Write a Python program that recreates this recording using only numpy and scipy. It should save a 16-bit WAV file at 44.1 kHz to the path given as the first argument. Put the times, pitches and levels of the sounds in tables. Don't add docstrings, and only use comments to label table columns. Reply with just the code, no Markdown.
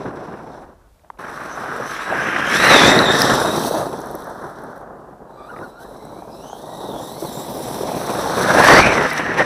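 import sys
import numpy as np
from scipy import signal
from scipy.fft import rfft, irfft, next_fast_len
from scipy.io import wavfile
from scipy.ndimage import map_coordinates

SR = 44100
rng = np.random.default_rng(int(sys.argv[2]) if len(sys.argv) > 2 else 0)


def rack_gain(trim_db):
    fader = np.asarray(trim_db, float)
    return 10 ** (fader / 20)


def master_out(mix):
    frames = np.transpose(np.atleast_2d(mix))
    ceiling = np.clip(frames, -1, 1)
    pcm = np.round(ceiling * 32767).astype(np.int16)
    wavfile.write(sys.argv[1], SR, pcm)


N = 416744

# (time [s], level [dB], clearness [dB])
ROLL_FIRST = [
    (0, -29, -3),
    (.55, -36.5, -7),
    (.68, -44, -2.5),
    (.76, -52, -5),
    (.84, -55.5, -6),
    (.93, -64, -4),
    (1.184, -55, -4),
]
# (time [s], level [dB], clearness [dB])
ROLL = [(1.191, -38, 6), (1.79, -32, 7), (2.04, -38.5, 11), (2.11, -32.5, 3.5), (2.59, -24, 4.5),
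        (2.71, -12.5, 1.5), (3.14, -18, 0), (3.63, -21.5, -6.5), (4.0, -31.5, -7.5), (5.28, -42.5, -7),
        (5.59, -38, -7), (6.18, -38.5, -14.5), (7.91, -26.5, -13), (8.34, -21.5, -2), (8.71, -11.5, 1.5),
        (9.1, -25.5, 4.5), (9.43, -23.5, -0.5), (9.45, -25, -0.5)]
# (time [s], extra level [dB], length [s])
JOLTS = [(2.118, 7, 0.058), (2.02, -1, 0.096), (3.05, -1.5, 0.027), (3.76, 4, 0.026), (5, -3.5, 0.026),
         (4.7, 3, 0.052), (5.76, -6.5, 0.08), (0.091, 2, 0.036), (3.3, 3, 0.079), (6.18, 2.5, 0.28),
         (8.79, 3.5, .035), (8.69, 3, 0.014), (8.6, 3, 0.015), (8.73, 3.5, .015), (9.395, 2.5, 0.015),
         (5.6, 5.5, 0.065), (6.75, -1, 0.065), (6.87, 5, 0.12), (8.83, -1.5, 0.029), (8.99, 4, 0.057),
         (9.41, 6, 0.031)]
# (time [s], extra clearness [dB], length [s])
CLEARNESS_SWELLS = [
    (.15, -1.5, 0.24),
    (.8, 5, 0.055),
    (4.5, 7.5, 0.35),
    (7.3, -4, 0.78),
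    (3.3, 2.5, .1),
    (8.94, -3, 0.11),
]
# (time [s], extra level [dB], length [s])
GRIT_SWELLS = [(.3, 8.5, 0.62), (1.3, 4.5, 0.17), (2.35, 14, 0.32), (2.75, 7, 0.077), (3.7, 0.5, .2),
               (4.5, -17, .3), (6.4, 10, .3), (7.3, 17.5, 0.44), (7.9, 16.5, 0.34), (8.5, 3, 0.11),
               (8.66, 6.5, 0.082), (3.2, -6, 0.18), (8.9, 5, .08), (3.55, -1, 0.14), (9.3, 9.5, 0.28)]
# (offset [dB], share of level, share of clearness,
# share of drive effort, share of spray)
TYRE_LAW = [(-3.5, 1, -0.0029, 0.018, -0.052), (-0.1, 1, 0.049, 0.017, 0.084),
            (-1.56, 1, 1.06, 0.046, 0.13), (-7.0, 0.43, 1.06, 0.7, -0.3)]
TYRE_BORDERS_HZ = (20, 450, 1100, 2100, 3200)
# (frequency [Hz], level [dB per Hz])
CRUNCH_SPECTRUM = [(15, -50), (25, -18.5), (96, -7.5), (131, -0.5), (237, 0.5), (394, 1), (437, -0.5),
                   (699, -1), (1050, -4.5), (1610, -9), (2190, -27), (3300, -36), (4290, -52), (7260, -120)]
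# (time [s], peak level [dB], frequency [Hz])
KNOCKS = [(0.046, -23, 503), (0.052, -29, 795), (0.465, -30, 910), (1.036, -43, 610), (1.045, -38, 703),
          (1.047, -45, 1600), (1.101, -18, 970), (1.1, -40, 450), (0.995, -48, 1900), (1.172, -40, 600),
          (1.175, -45, 2200), (5.611, -26, 900), (1.376, -15, 1170), (1.716, -15, 1400), (1.799, -14, 480),
          (2.124, -7, 670), (3.296, -2, 774), (3.378, -7, 900), (3.399, -9, 900), (3.447, -6, 680),
          (3.648, -10, 800), (3.709, -8, 480), (3.777, -10, 560), (3.891, -13.5, 391), (4.93, -33, 543),
          (5.564, -22, 1210), (5.589, -27, 1160), (6.222, -23, 750), (6.498, -25, 840), (6.53, -16, 736),
          (6.887, -19.5, 336), (6.891, -20, 700), (6.93, -20, 334), (7.222, -15, 338), (7.222, -25, 800),
          (7.567, -16, 607), (7.808, -13, 383), (7.809, -17, 800), (7.916, -13, 624), (8.297, -18, 1100),
          (8.485, -10, 571), (8.55, -3, 900), (8.6, 0, 1010), (8.686, 9, 1130), (8.823, -2, 1300),
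          (8.954, -8, 1210), (9.113, -11, 1300), (9.384, -17, 900)]
# (time [s], centre frequency [Hz])
HOWL_RIDGES = [
    [(2.0, 1660), (2.32, 1578), (2.54, 1627), (2.63, 1922), (2.95, 1898), (3.1, 1796), (3.4, 1750)],
    [(8.3, 1303), (8.5, 1597), (8.7, 1800), (8.76, 1955), (8.81, 2270), (8.87, 2489), (8.93, 2177),
     (9.0, 1900), (9.06, 1703), (9.12, 1980), (9.22, 1804), (9.6, 1850)],
]
HOWL_EXTRA_DB = (0.5, 2)

# (time [s], level [dB], spray [dB])
DRIVE_FIRST = [
    (0.0, -57.5, -24.5),
    (0.64, -65.5, -15),
    (0.72, -77.5, -11),
    (0.85, -86.5, 0),
    (1.182, -84, 2),
]
# (time [s], level [dB], spray [dB])
DRIVE = [(1.19, -54.5, -6.5), (1.81, -50.5, -6), (2.43, -42.5, -14), (2.52, -33, -9), (2.8, -23, -16),
         (3.05, -34.5, -15.5), (3.261, -30.5, -13), (3.7, -37.5, 3), (4.0, -52, -4), (4.8, -65, -7),
         (5.599, -64.5, 4), (6.25, -64.5, 4), (6.6, -56.5, 1), (7.3, -47.5, 8), (8.3, -38.5, -3),
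         (8.72, -26.5, -12.5), (8.85, -32, -24), (9.2, -40.5, -16), (9.24, -43.5, -22), (9.45, -45.5, -23)]
# (time [s], extra level [dB], length [s])
STABS = [(1.92, 3, .08), (5.33, -13, 0.14), (3.2, 4.5, .08), (9.29, -2, 0.062), (8.6, 1.5, .02),
         (8.665, 6, 0.037), (8.78, 6, 0.03), (8.9, 1, 0.063), (5.1, 0, .3), (9.18, 5, 0.013),
         (9.4, 8, 0.046), (3.08, -1, .05), (5.82, 5, .03), (12, 5.5, .02), (9.365, -5.5, .012),
         (2.9, 2.5, .04), (3.78, 0, .03)]
# (start [s], end [s], change [dB])
COASTS = [
    (4.782, 5.32, -14),
    (5.699, 5.803, -11),
]
# (offset [dB], share of effort, share of spray)
DRIVE_LAW = [(2.5, 0.99, 0.01), (-5.5, 0.92, 0.39), (-1.5, 0.96, 0.93)]
DRIVE_BORDERS_HZ = (2900, 6900, 11200, 20000)
# (frequency [Hz], level [dB per Hz])
HISS_SPECTRUM = [(1760, -38), (3000, -12), (3770, -11), (4270, -12), (5910, -11), (6700, -18.5), (9940, -9),
                 (14500, -12), (15700, -2.5)]

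# (time [s], mesh frequency [Hz], level [dB])
MESH_APPROACH = [(1.44, 3030, -68), (1.62, 3070, -58), (1.8, 2920, -64), (1.93, 3100, -48),
                 (2.03, 3860, -46), (2.12, 3950, -50), (2.15, 2990, -53), (2.28, 3050, -42),
                 (2.42, 3220, -47)]
MESH_BY = [(2.5, 3160, -34), (2.56, 3493, -32), (2.63, 4036, -29.5), (2.7, 3990, -22.5), (2.76, 3650, -17),
           (2.83, 3470, -15.5), (2.91, 3765, -20.5), (2.95, 3626, -25), (3.01, 3950, -24.5),
           (3.07, 3675, -20), (3.14, 3744, -24), (3.2, 3757, -28.5), (3.33, 3767, -34.5), (3.42, 3740, -36),
           (3.52, 3766, -35), (3.62, 3780, -51), (3.8, 3870, -48), (4.0, 3820, -74)]
MESH_TURN = [(5.33, 1146, -51), (5.47, 1198, -43.5), (5.505, 1450, -40), (5.54, 1240, -44),
             (5.6, 1270, -44), (5.64, 1454, -34.5), (5.7, 1260, -60), (5.81, 1490, -44), (5.92, 1970, -61)]
MESH_CLIMB = [(5.9, 1909, -66), (6.05, 2112, -64), (6.13, 2150, -70), (6.2, 2298, -65), (6.27, 2352, -67),
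              (6.33, 2562, -70), (6.4, 2700, -66), (6.45, 2998, -59), (6.54, 3215, -55.5),
              (6.64, 3700, -57), (6.72, 3870, -48), (6.8, 3786, -46.5)]
MESH_RETURN = [(6.88, 3780, -46.5), (6.97, 3337, -48), (7.03, 3680, -48), (7.1, 3780, -46),
               (7.16, 4100, -48), (7.19, 4480, -52), (7.23, 4500, -56), (7.27, 4000, -46),
               (7.33, 3676, -48), (7.45, 3904, -45), (7.55, 3950, -60), (7.65, 3880, -49), (7.8, 3910, -60),
               (7.9, 3855, -62)]
MESH_LAST = [(8.2, 3730, -44), (8.5, 3690, -45), (8.549, 4350, -54), (8.68, 4400, -37.5), (8.76, 4648, -25),
             (8.849, 4330, -28)]
# (double offset [dB], double share of mesh level,
# others offset [dB], others share of mesh level)
RELATIVES = [
    (-35, 0.5, -24, 0.65),
    (-51, 0.5, -57, 0.2),
    (-46, 0.5, -33, .55),
]
# (time [s], extra level [dB], length [s])
SQUEALS = [(1.53, 17, 0.05), (1.88, 15, .07), (2.24, 11, .07), (2.48, 9, .03), (2.58, 8, .04),
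           (2.89, 14, .06), (3.1, 5, .08), (3.33, 9, .04), (5.42, 12, .07), (5.82, 4, 0.036),
           (6.34, 26, .05), (6.43, 20, .04), (6.51, 21, .05), (6.75, 12, .1), (7.02, 17, .05),
           (7.12, 18, .06), (7.33, 21, .05), (7.42, 22, 0.06), (7.68, 20, 0.1)]
# (time [s], extra level [dB], length [s])
SINGING = [(2.54, 12, .06), (2.66, 9, .04), (2.75, 9, .05), (2.9, 10, .07), (3.3, -4, .25), (5.44, 2, .07),
           (5.64, -1, .04), (5.87, -8, .06), (6.04, 6, .05)]
# (time [s], lower tone level [dB], upper tone level [dB])
SWITCHING = [(5.25, -69, -80), (5.5, -68, -76), (5.75, -67, -76), (5.83, -58, -70), (5.92, -62, -76),
             (6.06, -59, -68), (6.2, -60, -76), (6.292, -74, -80), (6.356, -56, -72), (6.5, -62, -73)]
SWITCH_HZ = (3950, 8000)

# (time [s], peak level [dB], frequency [Hz], burst level [dB])
TICKS = [(1.1013, -47, 3220, -10), (2.99, -2.5, 3950, -20), (3.2185, -0.5, 4940, -10.5),
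         (3.2993, -16.5, 2917, -5), (3.3395, -20, 7430, -4), (3.351, -21, 3020, -3), (3.637, -27, 2580, 3),
         (3.9308, -39, 2500, -6), (3.989, -35, 3626, -8), (4.0161, -34, 5970, -7.5),
         (4.06, -39.5, 5700, -8), (4.2221, -38, 3680, -9), (5.562, -37, 1880, -25), (5.572, -33, 1670, -25),
         (5.588, -34, 1900, -25), (6.0516, -42, 8000, -6), (8.644, -11, 2600, -6),
         (8.7896, -18.5, 5700, -14), (9.1042, -21.5, 4730, -6.5), (9.1782, -18, 5570, -16.5),
         (9.2645, -20, 2570, -20), (9.342, -25, 2500, -20), (9.3814, -23, 2600, -13)]
# (start [s], peak rate [grains per s], level [dB])
SETTLING = [
    (3.6, 40, -39),
    (8.75, 40, -40),
]
# (time [s], peak level [dB])
LANDINGS = [(3.9886, -38), (4.0056, -37), (4.059, -36), (4.071, -38), (4.1049, -37), (4.1128, -30),
            (4.1523, -29), (4.1972, -42), (4.2056, -39), (4.2221, -40), (4.2431, -38.5), (4.2705, -43),
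            (4.3498, -46), (4.4366, -49), (4.4675, -45), (4.4995, -45), (4.5858, -50), (4.5967, -45),
            (4.6197, -45), (4.2976, -40), (4.482, -46), (4.638, -45), (4.779, -44), (4.7065, -50),
            (4.7619, -45), (4.8113, -51),
            (9.0323, -33), (9.0648, -48), (9.1052, -46), (9.1326, -27), (9.178, -41), (9.2344, -50),
                 (9.2643, -49), (9.3272, -50), (9.385, -49), (9.394, -44), (9.416, -47)]
# (frequency [Hz], half width [Hz], level [dB])
GRAIN_RINGS = [(5800, 300, -3), (8000, 300, -9), (10000, 400, 2), (11900, 450, 1), (12900, 300, 1),
               (14700, 400, 0)]
# (frequency [Hz], level [dB per Hz])
AIR_SPECTRUM = [(12, -51), (20, -28), (39, -3), (59, -3.5), (88, -27.5), (275, -25), (672, -30.5),
                (4480, -38), (13300, -41), (15700, -45)]
# (time [s], level [dB], length [s])
GUSTS = [
    (.8, -54, 0.37),
    (2.951, -41.5, .15),
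    (3.446, -44.5, 0.098),
    (8.793, -27, 0.13),
]


def tyres(bumps, levels_db):
    shake = grains(per_s=4000, spread_db=2.5) + rng.standard_normal(N)
    shake = shake * rack_gain(0.57 * bumps + 1.8 * drift(45))
    return layered(shake, levels_db, TYRE_BORDERS_HZ, CRUNCH_SPECTRUM, own_db=1.1, own_rate=5.7)


def knocks():
    out = np.zeros(N + SR)
    noises = rng.standard_normal((len(KNOCKS), SR // 25))
    for (s, db, hz), noise in zip(KNOCKS, noises):
        ring, fall = blow(hz, cycles=1.25, sag=.2)
        band = signal.butter(4, [hz / 2, 1.75 * hz], "band", fs=SR, output="sos")
        crumb = rms_one(signal.sosfilt(band, noise))
        at = round(s * SR)
        out[at:at + len(ring)] += rack_gain(db - 4.5) * (ring + .35 * crumb * fall)
    return out[:N]


def howl(db):
    out = np.zeros(N)
    for ridge, smear, extra_db in zip(HOWL_RIDGES, (.09, .083), HOWL_EXTRA_DB):
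        span = slice(int(ridge[0][0] * SR), int(ridge[-1][0] * SR))
        hz = in_time(ridge)[0][span]
        out[span] = rack_gain(extra_db) * rough_tone(hz, smear, clean=0) * while_on(ridge, 0.15)[span]
    return rack_gain(db + 2.7 * drift(15)) * out


def drive_hiss(bumps, levels_db):
    shake = 1.1 * grains(per_s=5000, spread_db=3.0) + rng.standard_normal(N)
    shake = shake * rack_gain(0.57 * bumps + 1.2 * drift(46))
    lag_s, phase_turns = 0.0004807, 0.8
    size = next_fast_len(N)
    turns = np.arange(size // 2 + 1) * SR / size * lag_s - phase_turns
    echo = irfft(rfft(shake, size) * np.exp(-2j * np.pi * turns), size)[:N]
    echo = map_coordinates(echo, [np.arange(N) + .45 * drift(1.7)], order=3)
    share = .43 * np.clip((-16 - levels_db[0]) / 10, 0, 1)
    combed = (shake + share * echo) / np.hypot(1, share)
    return layered(combed, levels_db, DRIVE_BORDERS_HZ, HISS_SPECTRUM, own_db=1.03, own_rate=8.6)


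def gear_whine(table, law, others, smear, clean):
    span = slice(int(table[0][0]) * SR, int(table[-1][0] + 1.1) * SR)
    hz, mesh_db = (c[span] for c in in_time(table))
    double_offset, double_share, other_offset, other_share = law
    double_db = double_offset + double_share * mesh_db + swells(SQUEALS)[span]
    other_db = other_offset + other_share * mesh_db + swells(SINGING)[span]
    hz = hz * (1 + .007 * drift(25, size=len(hz)))
    skip_db = 1.6 * drift(18, size=len(hz))
    tones = rack_gain(mesh_db + skip_db) * rough_tone(hz, smear, clean)
    tones += rack_gain(double_db + skip_db) * rough_tone(2 * hz, smear * .8, clean)
    for multiple, db in others:
        tones += rack_gain(other_db + db - skip_db) * rough_tone(multiple * hz, smear=.04, clean=.8)
    out = np.zeros(N)
    out[span] = tones
    return out * while_on(table)


def controller():
    span, out = slice(5 * SR, 7 * SR), np.zeros(N)
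    for db, hz, smear in zip(in_time(SWITCHING), SWITCH_HZ, (.04, .003)):
        out[span] += rack_gain(db[span] + 1.0) * rough_tone(np.full(2 * SR, hz), smear, clean=.5)
    return out * while_on(SWITCHING)


def ticks():
    out = np.zeros(N + SR)
    noises = rng.standard_normal((len(TICKS), SR // 25))
    for (s, db, hz, burst_db), noise in zip(TICKS, noises):
        ring, fall = blow(hz, cycles=hz * .0007, sag=.12)
        at = round(s * SR)
        out[at:at + len(ring)] += rack_gain(db - 1.5) * (ring + rack_gain(burst_db) * noise * fall)
    return out[:N]


def settling():
    draw, size, clicks = rng.random(N), rng.standard_normal(N), 1e-18
    for s, per_s, db in SETTLING:
        age = np.maximum(np.arange(N) / SR - s, 0) / 0.37
        landed = draw < per_s * age * np.exp(1 - age) / SR
        clicks = clicks + landed * size * rack_gain(db)
    s, db = np.transpose(LANDINGS)
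    clicks[(s * SR).astype(int)] += rack_gain(db + 19)
    start, out = 3 * SR, np.zeros(N)
    for hz, width, db in GRAIN_RINGS:
        struck = clicks[start:] * rack_gain(db + 4.5 * rng.standard_normal(N - start))
        ring = signal.butter(2, [hz - width, hz + width], "band", fs=SR, output="sos")
        out[start:] += signal.sosfilt(ring, struck)
    return out


def air():
    t = np.arange(N) / SR
    gust = sum(rack_gain(db) * np.exp(-((t - s) / length) ** 2) for s, db, length in GUSTS)
    low_band = signal.butter(2, [22, 95], "band", fs=SR, output="sos")
    wind = rms_one(signal.sosfilt(low_band, rng.standard_normal(N)))
    floor_db = -55.5 - 3 * (t < 1.19) + drift(2.1)
    return rack_gain(floor_db) * coloured(rng.standard_normal(N), AIR_SPECTRUM) + gust * wind


def coasting():
    return sum(db * while_on([[start], [end]], fade=.12 * (end - start) + .012)
               for start, end, db in COASTS)


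def by_law(law, *controls):
    return [db + sum(share * c for share, c in zip(shares, controls)) for db, *shares in law]


def layered(shake, levels_db, edges, spectrum, own_db, own_rate):
    return sum(rack_gain(db + own_db * drift(own_rate)) * coloured(shake, spectrum, low, high)
               for db, low, high in zip(levels_db, edges, edges[1:]))


def grains(per_s, spread_db):
    sizes = rack_gain(spread_db * np.minimum(rng.exponential(1, N), 4)) * rng.choice([-1, 1], N)
    return rms_one(sizes * (rng.random(N) < per_s / SR))


def blow(hz, cycles, sag):
    turns = np.arange(SR // 25) / SR * hz
    fall = turns / cycles * np.exp(1 - turns / cycles)
    pitch = 1 + sag - sag * np.minimum(turns / (4 * cycles), 1)
    return np.sin(2 * np.pi * turns * pitch) * fall, fall


def rough_tone(hz, smear, clean):
    cycles = np.cumsum(hz) / SR
    step = cycles * SR / hz.max()
    height, phase = (np.interp(step, np.arange(len(hz)), drift(smear * hz.max(), size=len(hz)))
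                     for _ in range(2))
    return (clean + height) * np.cos(2 * np.pi * cycles) + phase * np.sin(2 * np.pi * cycles)


def coloured(x, spectrum, low=10, high=20000, skirt=0.31):
    size = next_fast_len(N)
    octave = np.log2(np.arange(1, size // 2 + 2) * SR / size)
    above = 1 + np.tanh((octave - np.log2(low)) / skirt)
    below = 1 - np.tanh((octave - np.log2(high)) / skirt)
    shape = rack_gain(at_hz(spectrum, 2 ** octave)) * above * below
    return rms_one(irfft(rfft(x, size) * shape, size)[:N])


def at_hz(spectrum, hz):
    table_hz, table_db = np.transpose(spectrum)
    return np.interp(np.log(hz), np.log(table_hz), table_db)


def drift(rate, size=N):
    step = 16 if rate < 100 else 1
    r, run_in = np.exp(-2 * np.pi * rate * step / SR), SR // 4 // step
    noise = rng.standard_normal(size // step + 2 + run_in)
    slow = rms_one(signal.lfilter([1], [1, -2 * r, r * r], noise)[run_in:])
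    return np.interp(np.arange(size) / step, np.arange(len(slow)), slow)


def swells(rows):
    t = np.arange(0, N + 64, 64) / SR
    bells = sum(db * np.exp(-((t - s) / length) ** 2) for s, db, length in rows)
    return np.interp(np.arange(N) / SR, t, bells)


def while_on(table, fade=0.064):
    t = np.arange(N) / SR
    return np.clip((t - table[0][0]) / fade, 0, 1) * np.clip((table[-1][0] - t) / fade, 0, 1)


def in_time(*tables):
    s, *columns = np.transpose(np.vstack(tables))
    return [np.interp(np.arange(N) / SR, s, c) for c in columns]


def rms_one(x):
    return x / np.sqrt(np.mean(x ** 2) + 1e-20)


def scene():
    bumps = drift(14)
    roll_db, clear_db = in_time(ROLL_FIRST, ROLL)
    effort_db, spray_db = in_time(DRIVE_FIRST, DRIVE)
    clear_db = clear_db + swells(CLEARNESS_SWELLS)
    lulls = [(s - .008, -3, .008) for s, *_ in KNOCKS]
    roll_db = roll_db + swells(JOLTS + lulls)
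    effort_db = effort_db + swells(STABS) + coasting()

    passing, turning, returning = RELATIVES
    whine = gear_whine(MESH_APPROACH + MESH_BY, passing, [(.5, 0), (.69, 0)], .05, 1.0)
    whine += gear_whine(MESH_TURN, turning, [(3, 0), (4, -4)], .05, .9)
    whine += gear_whine(MESH_CLIMB + MESH_RETURN + MESH_LAST, returning, [(.5, 0), (2.67, -3)], .065, .8)

    *body_db, grit_db = by_law(TYRE_LAW, roll_db, clear_db, effort_db, spray_db)
    truck = tyres(bumps, body_db + [grit_db + swells(GRIT_SWELLS)])
    truck += howl(roll_db - 7.5 + 1.72 * clear_db)
    truck += drive_hiss(bumps, by_law(DRIVE_LAW, effort_db, spray_db))
    truck += whine + controller()
    return (truck + knocks() + ticks() + settling() + air())[None]


def top_cut(x):
    return signal.sosfilt(signal.butter(12, 15870, fs=SR, output="sos"), x)


def record(dry):
    knee = 8.0
    clipped = 0.98 * dry / (1 + np.abs(dry) ** knee) ** (1 / knee)
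    low_pass = signal.cheby2(12, 45, 15780, fs=SR, output="sos")
    mix = signal.sosfilt(low_pass, clipped)
    return top_cut(mix)


dry = scene()
out = record(dry)
master_out(out)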